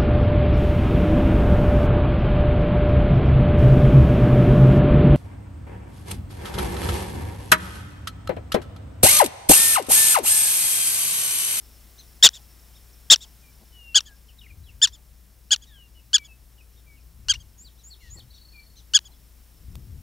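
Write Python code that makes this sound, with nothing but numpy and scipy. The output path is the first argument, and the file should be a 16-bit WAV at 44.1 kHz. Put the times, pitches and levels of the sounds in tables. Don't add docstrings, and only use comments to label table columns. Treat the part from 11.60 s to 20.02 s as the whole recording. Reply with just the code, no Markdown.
import sys
import numpy as np
from scipy import signal
from scipy.fft import rfft, irfft, next_fast_len
from scipy.io import wavfile
from scipy.ndimage import uniform_filter1d, minimum_filter1d, map_coordinates

SR = 44100
rng = np.random.default_rng(int(sys.argv[2]) if len(sys.argv) > 2 else 0)


def transcribe(signal):
    frames = np.atleast_2d(signal).T
    limited = np.clip(frames, -1, 1)
    pcm = np.round(limited * 32767).astype(np.int16)
    wavfile.write(sys.argv[1], SR, pcm)


N = 371322

# start_s, length_s, top_pitch_hz, level_db, roughness, flutter_hz, click_t60_s
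CHIRPS = [(0.6259, 0.057, 1895, 3.5, 0.69, 150, .007), (1.4999, 0.053, 1891, 2.5, 0.65, 290, .01),
          (2.345, 0.054, 1700, -8, 0.44, 200, .013), (3.216, 0.05, 1798, -7.5, 0.27, 270, .05),
          (3.907, 0.048, 1697, -10.5, .38, 195, .009), (4.531, .0445, 1719, -9.5, 0.1, 200, .018),
          (5.684, 0.047, 1638, -13, 0.08, 200, .07), (7.3358, 0.047, 1703, -8.5, 0.05, 200, .005)]
# time_s, hiss_relative_db, chorus_relative_db
AMBIENCE = [(0, -61, -63), (1.8, -63, -65), (2.5, -65.5, -68.5), (3.7, -67, -72.5), (5.8, -67, -71.5),
            (8.42, -65.5, -69.5)]
ONSET_S = .0015


def squirrel(ceiling=0.89):
    voice = np.zeros(N)
    for start, length, top_hz, db, rough, flutter_hz, _ in CHIRPS:
        call = signal.resample_poly(amp(db) * squeak(length, top_hz, rough, flutter_hz), 2, 1)
        call = call / (1 + (call / ceiling) ** 6) ** (1 / 6)
        add(voice, start, signal.resample_poly(call, 1, 2))
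        blip = slur(0.043, 930, 784, 860, break_db=3.0)
        add(voice, start + .143, amp(-58 + db / 2) * blip * np.tanh(wobble(400, len(blip))))
    whimper = slur(0.038, 2090, 2840, 3100, break_db=-4.5)
    add(voice, 5.735, amp(-47) * whimper)
    voice = filtered(voice, lambda hz: hz / np.hypot(hz, 260) / (1 + (hz / 14500) ** 6))
    return voice + amp(4) * mouth_clicks()


def squeak(length, top_hz, rough, flutter_hz, strain_centre=.47, sag=.09, jitter=.05):
    # frequency_hz, gain_db
    throat = [(900, -13.5), (1600, -17.5), (1900, -22), (2500, -8.5), (3300, 0.5), (3800, -3), (4400, -4.5),
              (5200, -9), (6100, -4.5), (6900, -0.5), (7500, -4.5), (8400, -24), (10400, -22), (12000, -42),
              (15000, -36.5)]
    # frequency_hz, density_db
    rasp = [(100, -22.5), (220, -19.5), (450, -23.5), (900, -15), (1400, -16.5), (2000, -15.5),
            (2500, -21.5), (3400, -1), (5200, -2), (7300, -1.5), (8600, -12.5), (11000, -16.5),
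            (16000, -28)]
    size = SR // 8
    t = np.arange(size) / SR
    progress = t / length
    pitch_ratio, effort_db = arch(t, length, rough)
    strain_width = .55 * np.sqrt(rough) * np.where(progress < strain_centre, .5, 1)
    strain = np.exp(-((progress - strain_centre) / strain_width) ** 2)
    flutter_cycles = flutter_hz * (t - strain_centre * length) + 0.039 * wobble(150, size)
    flutter_depth = np.clip(0.94 * rough ** .7 * np.sqrt(strain), 0, .97)
    choke = flutter_depth * np.cos(np.pi * flutter_cycles) ** 4
    effort = amp(effort_db) * (1 - choke) * np.minimum(t / ONSET_S, 1)
    hz = top_hz * pitch_ratio * (1 - sag * choke + jitter * rough * strain * wobble(1500, size))
    phase = 2 * np.pi * np.cumsum(hz) / SR
    k = np.arange(1, 10)[:, None]
    gains = amp(along(throat, k * hz)) * effort ** (0.78 * (k > 3))
    harmonics = np.sum(gains * np.sin(k * phase - np.pi / 6), axis=0)
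    half_harmonics = np.sum(amp(along(throat, (k - .5) * hz)) * np.cos((k - .5) * phase), axis=0)
    growl = 0.74 * rough ** 1.5 * strain * half_harmonics * wobble(300, size)
    breath = (.55 * rough * strain + .05) * noise(rasp, size)
    return effort * (harmonics + growl + breath) * (progress < 1)


def arch(t, length, rough):
    attack_s = length * np.clip(.31 - .21 * rough, .05, .5)
    rise_left = np.clip(1 - t / attack_s, 0, 1)
    fall = np.clip((t - attack_s) / (length - attack_s), 0, 1)
    pitch_ratio = 1 - .16 * rise_left ** .75 - 0.37 * fall ** 3
    effort_db = -12 * np.sqrt(rise_left) - 32 * fall ** 4
    return pitch_ratio, effort_db


def mouth_clicks(close_gap_s=.0064):
    # centre_hz, width_hz, gain_db
    modes = [(930, 87, -9.5), (1810, 350, -5.5), (2520, 310, -10), (3650, 1100, -1), (5740, 400, 4.5),
             (7340, 1000, -11)]
    clicks = []
    for start, length, _, db, rough, _, t60 in CHIRPS:
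        clicks.append((start + ONSET_S / 2, -13 - 54.5 * rough, .004))
        close_db = -15 + 0.32 * db - 10 * np.log10(t60 / .01)
        clicks.append((start + length + close_gap_s, close_db, t60))

    def cavity(hz):
        return sum((-1) ** k * amp(db) * 1j * hz * width / (centre ** 2 - hz ** 2 + 1j * hz * width)
                   for k, (centre, width, db) in enumerate(modes))
    return filtered(bursts(clicks), cavity)


def cone():
    # start_s, level_db, t60_s
    ticks = [(6.585, -50.5, 0.03), (6.593, -46, 0.015), (8.1545, -33, 0.0086)]
    # start_s, length_s, level_db
    rustles = [(1.989, 0.07, -57), (6.54, 0.072, -54)]
    # frequency_hz, density_db
    paws = [(60, -8.5), (200, 3.5), (900, -8), (1600, -28), (6000, -40.5)]
    out = filtered(bursts(ticks), lambda hz: 1 / (1 + 1j * hz / 11000))
    for start, length, db in rustles:
        size = round(length * SR)
        add(out, start, amp(db) * np.hanning(size) * noise(paws, SR // 2)[:size])
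    return out


def tree_echo(x, delay_s=.1055, trunk_hz=2500):
    echo = filtered(x, lambda hz: np.exp(-2j * np.pi * hz * delay_s) * hz / np.hypot(hz, trunk_hz))
    return echo + 0.28 * woods(echo, t60=0.024)


def woods(x, t60):
    t = np.arange(SR // 2) / SR
    tail = rng.standard_normal(len(t)) * amp(-60 * t / t60) * (1 - np.exp(-t / .008))
    return signal.fftconvolve(x, tail / np.linalg.norm(tail))[:N]


def far_birds():
    # start_s,
    # length_s, first_hz, fall_share, level_db
    falling_notes = [(1.819, 0.094, 2490, 0.06, -60), (2.121, .3, 3023, 0.1, -49), (2.463, .09, 1834, 0.12, -55),
                     (4.077, .13, 1950, .18, -60.5), (4.102, .18, 3760, 0.25, -54),
                     (4.347, 0.058, 3006, 0.036, -59.5), (4.569, 0.08, 2400, .05, -48),
                     (4.681, 0.057, 2720, 0.044, -53), (5.26, .11, 2387, 0.063, -56),
                     (6.405, 0.1, 2308, 0.2, -56), (6.679, 0.18, 3940, 0.0095, -62),
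                     (6.93, 0.096, 2480, .06, -50.5)]
    # start_s, length_s, first_hz, level_db
    twitters = [(2.679, 0.044, 3214, -59.5), (2.78, 0.093, 4110, -55), (2.875, 0.047, 3000, -59.5),
                (3.032, 0.094, 4266, -57), (4.976, .05, 3200, -61.5), (7.509, 0.039, 4430, -67)]
    # start_s, length_s, top_pitch_hz, level_db, roughness
    nasal_calls = [(0.378, 0.046, 2105, -42, 0.2), (1.143, 0.046, 1876, -54, 0),
                   (4.054, 0.07, 1917, -55, 0.3), (5.158, 0.052, 1880, -59, .1),
                   (6.175, 0.059, 2010, -56, 0.17), (6.394, 0.19, 1430, -56.5, 1.2),
                   (6.729, 0.068, 1955, -51, 0.38), (7.157, 0.061, 2090, -47.5, 0.54)]
    out = songbird()
    for start, length, hz, fall, db in falling_notes:
        add(out, start, amp(db) * whistle(length, hz, fall))
    for start, length, hz, db in twitters:
        add(out, start, amp(db) * twitter(length, hz))
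    for when, pitch, steepness in rng.random((5, 3)):
        add(out, 4 + 4 * when, amp(-64) * whistle(0.054, 2000 + 1800 * pitch, 0.28 * steepness))
    for start, length, top_hz, db, rough in nasal_calls:
        call = squeak(length, top_hz, rough, flutter_hz=200)
        overtones = filtered(call, lambda hz: (hz > 2500) / (1 + (hz / 6800) ** 8))
        add(out, start, amp(db) * overtones)
    return out + amp(-9) * woods(out, t60=.14)


def songbird(upsweep_s=.066, trill_start_s=6.704, notes_per_s=27.9, trill_notes=13):
    # turn_s, level_db
    pairs = [(6.044, -47.5), (6.301, -46), (6.566, -44)]
    out = np.zeros(N)
    for turn, db in pairs:
        add(out, turn - upsweep_s, amp(db) * slur(upsweep_s, 6650, 7000, 7950))
        add(out, turn, amp(db - 2) * slur(0.05, 4600, 4200, 3130))
    for k in range(trill_notes):
        db = -51.5 - 13 * (k / trill_notes) ** 4
        note = slur(.017, 4130, 4370, 4620, warble=0, break_db=.3)
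        add(out, trill_start_s + k / notes_per_s, amp(db) * note)
    return out


def whistle(length, hz, fall):
    return slur(length, hz, hz * (1 - 0.84 * fall), hz * (1 - fall))


def twitter(length, hz, octaves_per_s=10.5, chop_hz=40):
    drop = 2 ** (-octaves_per_s * length)
    note = slur(length, hz, hz * np.sqrt(drop), hz * drop, break_db=1.3)
    t = np.arange(len(note)) / SR
    return note * (1 - 0.51 * np.cos(2 * np.pi * chop_hz * t))


def slur(length, first_hz, middle_hz, last_hz, warble=0.0048, break_db=0.5):
    size = SR // 3
    u = np.minimum(np.arange(size) / SR / length, 1)
    hz = first_hz * (1 - u) * (1 - 2 * u) + middle_hz * 4 * u * (1 - u) + last_hz * u * (2 * u - 1)
    glide_speed = min(abs(np.log(first_hz / last_hz)) / length, 7)
    hz = hz * (1 + warble * glide_speed * wobble(131.4, size))
    waver_db = (break_db * glide_speed - 1) * wobble(78, size)
    swell = np.sqrt(np.abs(np.sin(np.pi * u))) * amp(waver_db)
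    return swell * np.sin(2 * np.pi * np.cumsum(hz) / SR)


def soft_hiss(t):
    # frequency_hz, density_db
    spectrum = [(200, 7.5), (500, 1.5), (1000, -0.5), (2500, -2.5), (7000, -2.5), (15000, 0.5)]
    level_db, _ = curves(AMBIENCE, t)
    mid = noise(spectrum, N)
    side = amp(-13) * np.array([[1], [-1]]) * noise(spectrum, N)
    return amp(level_db + 7) * (mid + side)


def far_chorus(t, centre_hz=5400, width_hz=420):
    _, level_db = curves(AMBIENCE, t)
    band = filtered(rng.standard_normal(N), lambda hz: np.exp(-((hz - centre_hz) / width_hz) ** 2))
    return amp(level_db - 3) * unit(band * amp(4 * wobble(90, N)))


def wind(t, breeze_db=-68):
    # peak_s, half_width_s, level_db
    gusts = [(3.06, 0.22, -50), (5.68, 0.2, -49), (6.58, 0.11, -51), (8.24, 0.2, -41.5)]
    # frequency_hz, density_db
    rumble = [(15, -28), (40, -2), (85, -1), (150, -13.5), (300, -28.5), (700, -48.5), (2000, -76)]
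    swells = sum(amp(db) * np.exp(-((t - peak) / width) ** 2) for peak, width, db in gusts)
    return (amp(breeze_db) + swells) * amp(2.5 * wobble(13.0, N)) * noise(rumble, N)


def mains_hum(t):
    # pitch_hz, level_db
    partials = [(60, -53), (120, -77)]
    return sum(amp(db) * np.sqrt(2) * np.sin(2 * np.pi * hz * t) for hz, db in partials)


def low_drone():
    # frequency_hz, density_db
    spectrum = [(15, -25), (38, 3.5), (70, -6.5), (130, -9.5), (300, -21), (700, -32), (2000, -40.5)]
    return amp(-59) * noise(spectrum, N)


def amp(db):
    return 10 ** (np.asarray(db) / 20)


def unit(x):
    return x / np.sqrt(np.mean(x ** 2) + 1e-20)


def along(points, hz):
    knots_hz, values = np.transpose(points)
    return np.interp(np.log(hz + 1), np.log(knots_hz + 1), values)


def curves(rows, t):
    times, *columns = np.transpose(rows)
    return [np.interp(t, times, column) for column in columns]


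def wobble(rate, size):
    return map_coordinates(rng.standard_normal(size + 4), [np.arange(size) * rate / SR], order=1)


def filtered(x, response):
    size = x.shape[-1]
    padded = next_fast_len(size + 8192)
    return irfft(rfft(x, padded) * response(np.fft.rfftfreq(padded, 1 / SR)), padded)[..., :size]


def noise(spectrum, size):
    return unit(filtered(rng.standard_normal(size), lambda hz: amp(along(spectrum, hz))))


def bursts(rows):
    out = np.zeros(N)
    t = np.arange(SR // 20) / SR
    for start, db, t60 in rows:
        add(out, start, amp(db - 60 * t / t60) * rng.standard_normal(len(t)))
    return out


def add(track, start_s, sound):
    part = track[round(start_s * SR):][:len(sound)]
    part += sound[:len(part)]


def scene():
    t = np.arange(N) / SR
    near = squirrel()
    reflections = amp(-37) * tree_echo(near) + amp(-47) * woods(near, t60=.25)
    animals = near + reflections + cone() + far_birds()
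    return animals + soft_hiss(t) + far_chorus(t) + wind(t) + mains_hum(t) + low_drone()


def record(dry, ceiling=0.97, edge_hz=15550, top_hz=15950):
    # frequency_hz, left_minus_right_db
    tilt = [(60, 5.4), (500, 4.8), (3000, 3.3), (6000, 1.7), (8500, .1), (13000, -3)]
    # frequency_hz, left_lead_rad
    lead = [(200, .03), (600, .12), (5500, .12), (7200, .33), (9000, .45), (13000, .4)]
    half = np.array([[.5], [-.5]])
    pair = filtered(dry, lambda hz: amp(half * along(tilt, hz)) * np.exp(1j * half * along(lead, hz)))
    needed_gain = np.minimum(1, ceiling / (np.abs(pair).max(axis=0) + 1e-9))
    gain = uniform_filter1d(minimum_filter1d(needed_gain, size=15), size=15)
    return filtered(pair * gain, lambda hz: np.clip((top_hz - hz) / (top_hz - edge_hz), 0, 1))


dry = scene()
out = record(dry)
transcribe(out)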